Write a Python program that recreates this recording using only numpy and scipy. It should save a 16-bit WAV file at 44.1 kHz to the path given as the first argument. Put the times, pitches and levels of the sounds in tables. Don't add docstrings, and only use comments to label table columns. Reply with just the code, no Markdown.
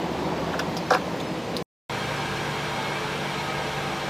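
import sys
import numpy as np
from scipy import signal
from scipy.fft import rfft, irfft
from scipy.io import wavfile
from scipy.ndimage import uniform_filter1d

SR = 44100
rng = np.random.default_rng(int(sys.argv[2]) if len(sys.argv) > 2 else 0)


def master(y):
    cut = np.clip(np.atleast_2d(y).T, -1, 1)
    pcm = np.round(cut * 32767)
    wavfile.write(sys.argv[1], SR, pcm.astype(np.int16))


def boost_factor(decibels):
    exponent = np.asarray(decibels, float) / 20
    return 10 ** exponent


N = 180622
CUT_S, RESUME_S = 1.6265, 1.8955


# t/s, tick level/dB, ring f/Hz, ring t60/s, broad crack level/dB
TICKS = [(.4637, -32, 3100, .022, -11), (0.5328, -29, 3320, .023, -7.5), (0.539, -39, 3300, .018, -11.5),
         (.5919, -22, 1590, .06, -9), (.5922, -31, 5660, .015, -3), (0.5927, -22, 5140, .02, -11),
         (.5944, -26.5, 3560, .05, -8), (0.595, -40, 6740, .03, -6.5), (0.597, -25, 2770, .03, -4),
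         (.6065, -32, 3610, .04, -9), (0.768, -22.5, 5220, .012, -9), (.7688, -27, 3410, .02, -10.5),
         (.7722, -27, 4980, .03, -3.5), (.773, -44, 11300, .03, -10), (.781, -34.5, 5080, .04, -10),
         (0.786, -36, 4980, .04, -13), (.9047, -21.5, 5630, .018, -13), (.907, -25.5, 4500, .02, -14),
         (0.912, -24.5, 3940, .018, -20), (0.92, -25.5, 5320, .025, -17.5), (.927, -29.5, 4470, .014, -12),
         (0.9357, -19, 4100, .02, -16), (0.9379, -21.5, 3020, .015, -16.5), (.9415, -26, 5180, .035, -13),
         (.942, -43, 9850, .04, -11.5), (.9435, -39.5, 11400, .035, -12.5), (.948, -17.5, 2494, .025, -19),
         (.953, -31.5, 5420, .02, -14), (.971, -37, 2440, .04, -11), (1.2007, -28, 3730, .016, -7),
         (1.2012, -40, 6750, .02, -5), (1.204, -28, 3700, .045, -14), (1.212, -39, 6700, .02, 2),
         (1.5665, -13.5, 4100, .0035, -9), (1.5681, -25.5, 4210, .004, -7), (1.5692, -30, 5050, .03, -4),
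         (1.571, -37, 9230, .03, -8)]
# t/s, blow level/dB, centre of the blow's colour f/Hz
KNOCKS = [(.5328, -23, 1200), (.5392, -16, 1200), (.5921, -16.5, 1600), (.5995, -23.5, 1400),
          (.6015, -18, 600), (.7685, -24.5, 900), (.9047, -7.5, 1450), (.9072, -11, 480), (0.9094, -7, 800),
          (0.9113, -16.5, 600), (0.9158, -11, 480), (.9185, -11, 950), (0.923, -12, 1200),
          (.9255, -10.5, 753), (.931, -15.5, 1600), (.9352, -12.5, 1650), (.9385, -16.5, 1350),
          (.944, -14.5, 480), (.948, -8, 1010), (0.9495, -17.5, 1600), (.952, -19, 1200),
          (.958, -18.5, 1200), (.967, -19.5, 1000), (.973, -21.5, 1450), (1.143, -19.5, 600),
          (1.2015, -28, 600), (1.5695, -29, 600)]


def nozzle():
    out, t = np.zeros(N), np.arange(SR // 3) / SR
    for s, *row in TICKS:
        add(out, s, tick(t, *row))
    for s, *row in KNOCKS:
        add(out, s, knock(t, *row))
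    small_parts = signal.butter(2, 150, 'highpass', fs=SR, output='sos')
    out = signal.sosfilt(small_parts, out)
    canopy = rng.choice([-1., 0, 1.], len(t), p=[.03, .94, .03])
    canopy = canopy * boost_factor(-60 * t / 0.12) * (t > .003)
    return out + boost_factor(-11) * signal.fftconvolve(out, canopy / np.linalg.norm(canopy))[:N]


# ratio to the tick's ring, level/dB
SPOUT = [(.7, -17), (0.948, 2.5), (1, 2.5), (1.08, 0), (1.3, -10.5), (1.42, -20)]


def tick(t, tick_db, hz, t60, crack_db):
    touch_s = .00045
    chatter, hiss = rng.standard_normal((2, len(t)))
    spout = sum(boost_factor(db) * np.sin(2 * np.pi * ratio * hz * t) for ratio, db in SPOUT)
    strike = chatter * np.exp(-t / 0.00025) + 9 * (t == 0)
    ring = signal.fftconvolve(strike, spout * boost_factor(-60 * t / t60))[:len(t)]
    ring = ring * (1 - np.exp(-(t / touch_s) ** 2))
    snap = 0.7 * np.diff(hiss, prepend=0) * np.exp(-t / 0.0012)
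    hiss = signal.lfilter([1, -.7, -.3], [1, -1.2, .5], hiss)
    crack = evened(hiss) * (np.exp(-t / 0.0049) + 0.14 * np.exp(-t / 0.022))
    return boost_factor(tick_db) * (ring / abs(ring).max() + boost_factor(crack_db) * 0.23 * (crack + snap))


# f/Hz, level/dB, t60/s
NECK = [(300, -7.5, 0.038), (397.7, -6, .09), (506, -0.5, .08), (623, -2, 0.043), (761, -0.5, .045),
        (857, -8, .05), (1000, -1.5, .04), (1186, -2, 0.032), (1320, -1.5, .03), (1400, -0.5, .026),
        (1540, -3, .04), (1620, 2, 0.022), (1790, -12.5, .04), (2400, -8.5, .029)]


def knock(t, blow_db, centre_hz):
    sides = rng.choice([-1, 1]) * (-1) ** np.arange(len(NECK))
    spread_db = 1.2 * rng.standard_normal(len(NECK))
    neck = np.zeros(len(t))
    for (f, db, t60), side, extra_db in zip(NECK, sides, spread_db):
        off_colour_db = 13.5 * np.log2(f / centre_hz) ** 2
        fading = boost_factor(db + extra_db - off_colour_db - 60 * t / t60)
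        neck += side * fading * np.sin(2 * np.pi * f * t)
    neck = neck * (1 - np.exp(-t / 0.0003))
    scrape = signal.lfilter([1, 0, -1], [1, -1.45, .7], rng.standard_normal(len(t)))
    return boost_factor(blow_db) * (0.5 * neck + 0.04 * evened(scrape) * np.exp(-t / 0.006))


def dispenser():
    t = np.maximum(np.arange(N) / SR - RESUME_S, 0)
    return motor() + fuel(t) + leaving_engine(t)


# ratio to the shaft speed, level/dB
SHAFT_ORDERS = [(3, -39), (4, -44.5), (5, -52), (7, -45.5), (9, -44), (10, -51), (13, -49.5),
                (16.17, -43.5), (18.05, -46.5), (45.02, -48.5)]


def motor():
    vane_hz, vanes = 144.9, 3
    waver_db, drift = 4, 0.00505
    shaft_hz = vane_hz / vanes * (1 + 0.0013 * wander(5.07))
    hum = np.zeros(N)
    for order, db in SHAFT_ORDERS:
        stray = 1 + drift * np.tanh(order / 12) * wander(9)
        hum += boost_factor(db) * tone(order * shaft_hz * stray, waver_db * np.tanh(order / 8) ** 2, 11)
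    return hum


# f/Hz, level/dB per Hz
FLOW = [(20, -52), (38, -39), (50, -9), (100, -13.5), (140, -7.5), (300, -12.5), (450, -8), (1000, -9.5),
        (1700, -12.5), (1950, -15), (3300, -16.5), (5000, -24.5), (9000, -33), (15700, -41)]
# f/Hz, width/Hz, level/dB
CABINET = [(69.5, 5.6, -55.5), (160.3, 14, -50.5), (253, 57, -48.5), (383.8, 7.3, -51.5), (533, 5.5, -50),
           (650, 21, -55), (775, 63, -51), (905, 62, -49), (950, 25, -46), (1053, 10, -48.5),
           (1261, 8, -49), (1610, 83, -43), (2085, 74, -54.5), (2325, 53, -46.5), (2610, 35, -53),
           (2800, 27, -76), (3228, 29, -50.5), (3716, 45, -52.5), (4160, 45, -53), (5680, 170, -55.5)]


def fuel(t):
    flow_db, sag_db_per_s = -31, 0.27
    return boost_factor(flow_db - sag_db_per_s * t) * wash(FLOW, 0.72) + rung(CABINET)


def leaving_engine(t):
    start_hz, sag_hz_per_s2 = 115.4, 0.39
    start_db, fade_db_per_s = -41.5, 7
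    return boost_factor(start_db - fade_db_per_s * t) * tone(start_hz - sag_hz_per_s2 * t ** 2, 0.58)


def engine():
    idle_hz, start_excess_hz, settle_s = 73.95, 5.4, 0.061
    firing_db, rise_s, fade_db_per_s = -45, 0.08, 5.5
    loaded_db, unloaded_db, unload_s, unload_span_s = -40, -50, .57, 0.081
    t = np.arange(N) / SR
    firing = (1 - np.exp(-(t / rise_s) ** 2)) * boost_factor(firing_db - fade_db_per_s * t)
    load = (1 - np.tanh((t - unload_s) / unload_span_s)) / 2
    fifth_db = unloaded_db + (loaded_db - unloaded_db) * load
    hz = idle_hz + start_excess_hz * np.exp(-t / settle_s)
    return firing * tone(hz, 0.58) + boost_factor(fifth_db) * tone(5.05 * idle_hz + 0 * t, 0.9)


# f/Hz, width/Hz, level/dB
INJECTORS = [(13620, 320, -69), (14900, 250, -75)]


def injectors():
    puffs_per_s, one_puff_s = 17.3, .231
    since = (np.arange(N) / SR - one_puff_s) % (1 / puffs_per_s)
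    return rung(INJECTORS) * evened(.1 + np.exp(-since / .009))


# t/s, roar level/dB
TRAFFIC = [
    (0, -32),
    (.3, -29.5),
    (.6, -30),
    (.9, -33.5),
    (1.15, -32),
    (1.4, -35),
    (1.63, -32.5),
]
# f/Hz, level/dB per Hz
STREET = [(20, -56.5), (40, -34.5), (60, -16), (100, -12), (125, -5), (200, 0), (400, -4.5), (1000, -10.5),
          (1300, -18), (2000, -20.5), (4200, -27.5), (6500, -35.5), (9000, -43), (15700, -47)]
# f/Hz, width/Hz, level/dB, growth/dB per s as the traffic moves
STREET_BOOMS = [(170, 24, -36.5, -2), (320.4, 13, -41, -4.5), (497, 110, -63, 17), (635, 12, -43, -7.5),
                (909, 300, -38, -7)]


def street():
    usual_roar_db = -32
    rumble_db, rumble_follows = -2, .15
    hiss_db, hiss_follows = 3, .05
    t = np.arange(N) / SR
    roar_db = np.interp(t, *np.transpose(TRAFFIC))
    hz = np.fft.rfftfreq(1024, 1 / SR)[:, None]
    frame_starts = np.minimum(np.arange(N // 256 + 5) * 256, N - 1)
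    swing_db = roar_db[frame_starts] - usual_roar_db
    low_db = rumble_db + (rumble_follows - 1) * swing_db
    high_db = hiss_db + (hiss_follows - 1) * swing_db
    tilt_db = low_db / (1 + (hz / 350) ** 4) + high_db / (1 + (1500 / (hz + 1)) ** 4)
    roar = boost_factor(roar_db + 2.0) * wash(STREET, 1.04, tilt_db)
    booms = sum(boost_factor(growth_db * t) * rung([boom]) for *boom, growth_db in STREET_BOOMS)
    return roar + booms


def evened(x):
    return x / np.sqrt(np.mean(x ** 2) + 1e-20)


def add(mix, s, sound):
    part = mix[round(s * SR):][:len(sound)]
    part += sound[:len(part)]


def read(points, hz):
    f, value = np.transpose(points)
    return np.interp(np.log(hz + 1), np.log(f + 1), value)


def wander(rate_hz):
    t = np.arange(0, N / SR + .02, .01)
    rates = np.geomspace(rate_hz / 10, rate_hz, 12)
    slow = sum(np.sin(2 * np.pi * (f * t + rng.random())) for f in rates)
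    return np.interp(np.arange(N) / SR, t, evened(slow))


def tone(hz, waver_db, waver_hz=4.0):
    turns = np.cumsum(hz) / SR + rng.random()
    return np.sqrt(2) * np.sin(2 * np.pi * turns) * boost_factor(waver_db * wander(waver_hz))


def wash(spectrum, patchy_db, tilt_db=0):
    frames, hz = N // 256 + 5, np.fft.rfftfreq(1024, 1 / SR)
    a, b, patches = rng.standard_normal((3, len(hz), frames))
    patches = uniform_filter1d(patches, size=8, axis=0)
    patches = evened(uniform_filter1d(patches, size=12, axis=1))
    z = (a + 1j * b) * boost_factor(read(spectrum, hz)[:, None] + patchy_db * patches)
    plain = signal.istft(z, nperseg=1024, noverlap=768)[1]
    bent = signal.istft(z * boost_factor(tilt_db), nperseg=1024, noverlap=768)[1]
    return bent[:N] / np.std(plain)


def rung(modes):
    hz, z = np.fft.rfftfreq(N, 1 / SR), rfft(rng.standard_normal(N))
    shape = np.zeros(len(hz))
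    for f, width, db in modes:
        shape += boost_factor(db) * evened(1 / (1 + (2 * (hz - f) / width) ** 2))
    return irfft(z * shape, N)


def scene():
    t = np.arange(N) / SR
    first = nozzle() + engine() + injectors() + street()
    second = dispenser()
    after = np.maximum(t - CUT_S, 0)
    dull = signal.sosfilt(signal.butter(6, 1200, fs=SR, output='sos'), first)
    smear = (first * (after < .01) + dull * (after < .034)) * boost_factor(-50 - 550 * after)
    lead = (t > RESUME_S - .004) * boost_factor(np.minimum(-20 + 9000 * (t - RESUME_S), 0))
    mono = np.where(t < CUT_S, first, smear) + second * np.where(t < RESUME_S, lead, 1)
    return np.array([mono, mono])


# f/Hz, threshold/sigma
RARITY = [(60, 1.1), (400, 1.8), (2000, 1.9), (5000, 2.1), (9000, 2.1), (12000, 1.5), (14500, 1.05),
          (16000, 1.6)]
# f/Hz, side minus mid level/dB
DIFFERENCE = [(60, -15), (400, -11), (2000, -18), (5000, 6), (9000, -8.5), (15000, -4)]


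def thin_and_part(mono):
    edge_hz = 15580
    hz, _, z = signal.stft(mono, SR, nperseg=1536)
    column_hz = hz[:, None]
    chance, blocks = rng.standard_normal((2, *z.shape))
    turns = rng.random(z.shape)
    band = np.sqrt(abs(uniform_filter1d(abs(z) ** 2, size=24, axis=0)))
    chance = uniform_filter1d(chance, size=6, axis=0)
    chance = evened(uniform_filter1d(chance, size=3, axis=1))
    treble = (band[hz > 8000] ** 2).mean(0)
    calm = treble < 1.7 * signal.medfilt(treble, kernel_size=15)
    step = calm * boost_factor(3.5 * chance) * 1.2 / (1 + (8000 / (column_hz + 1)) ** 4)
    z = z * (abs(z) > step * band) / (1 + (column_hz / edge_hz) ** 200)
    blocks = evened(uniform_filter1d(blocks, size=3, axis=1))[np.arange(len(hz)) // 20]
    parted = calm * (blocks > read(RARITY, hz)[:, None])
    side = abs(z) * parted * boost_factor(read(DIFFERENCE, hz)[:, None]) * np.exp(2j * np.pi * turns)
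    return signal.istft(np.array([z, side]), SR, nperseg=1536)[1][:, :N]


def roll_off(x):
    return signal.sosfilt(signal.butter(12, 15830, fs=SR, output="sos"), x)


def record(dry):
    limited = .6 * np.tanh(dry[0] / .6)
    mid, side = thin_and_part(limited)
    power = uniform_filter1d(np.array([limited, mid]) ** 2, size=128, axis=1)
    hush = np.minimum(1, 3 * np.sqrt(abs(power[0] / (power[1] + 1e-14))))
    return roll_off(hush * np.array([mid + side, mid - side]))


dry = scene()
out = record(dry)
master(out)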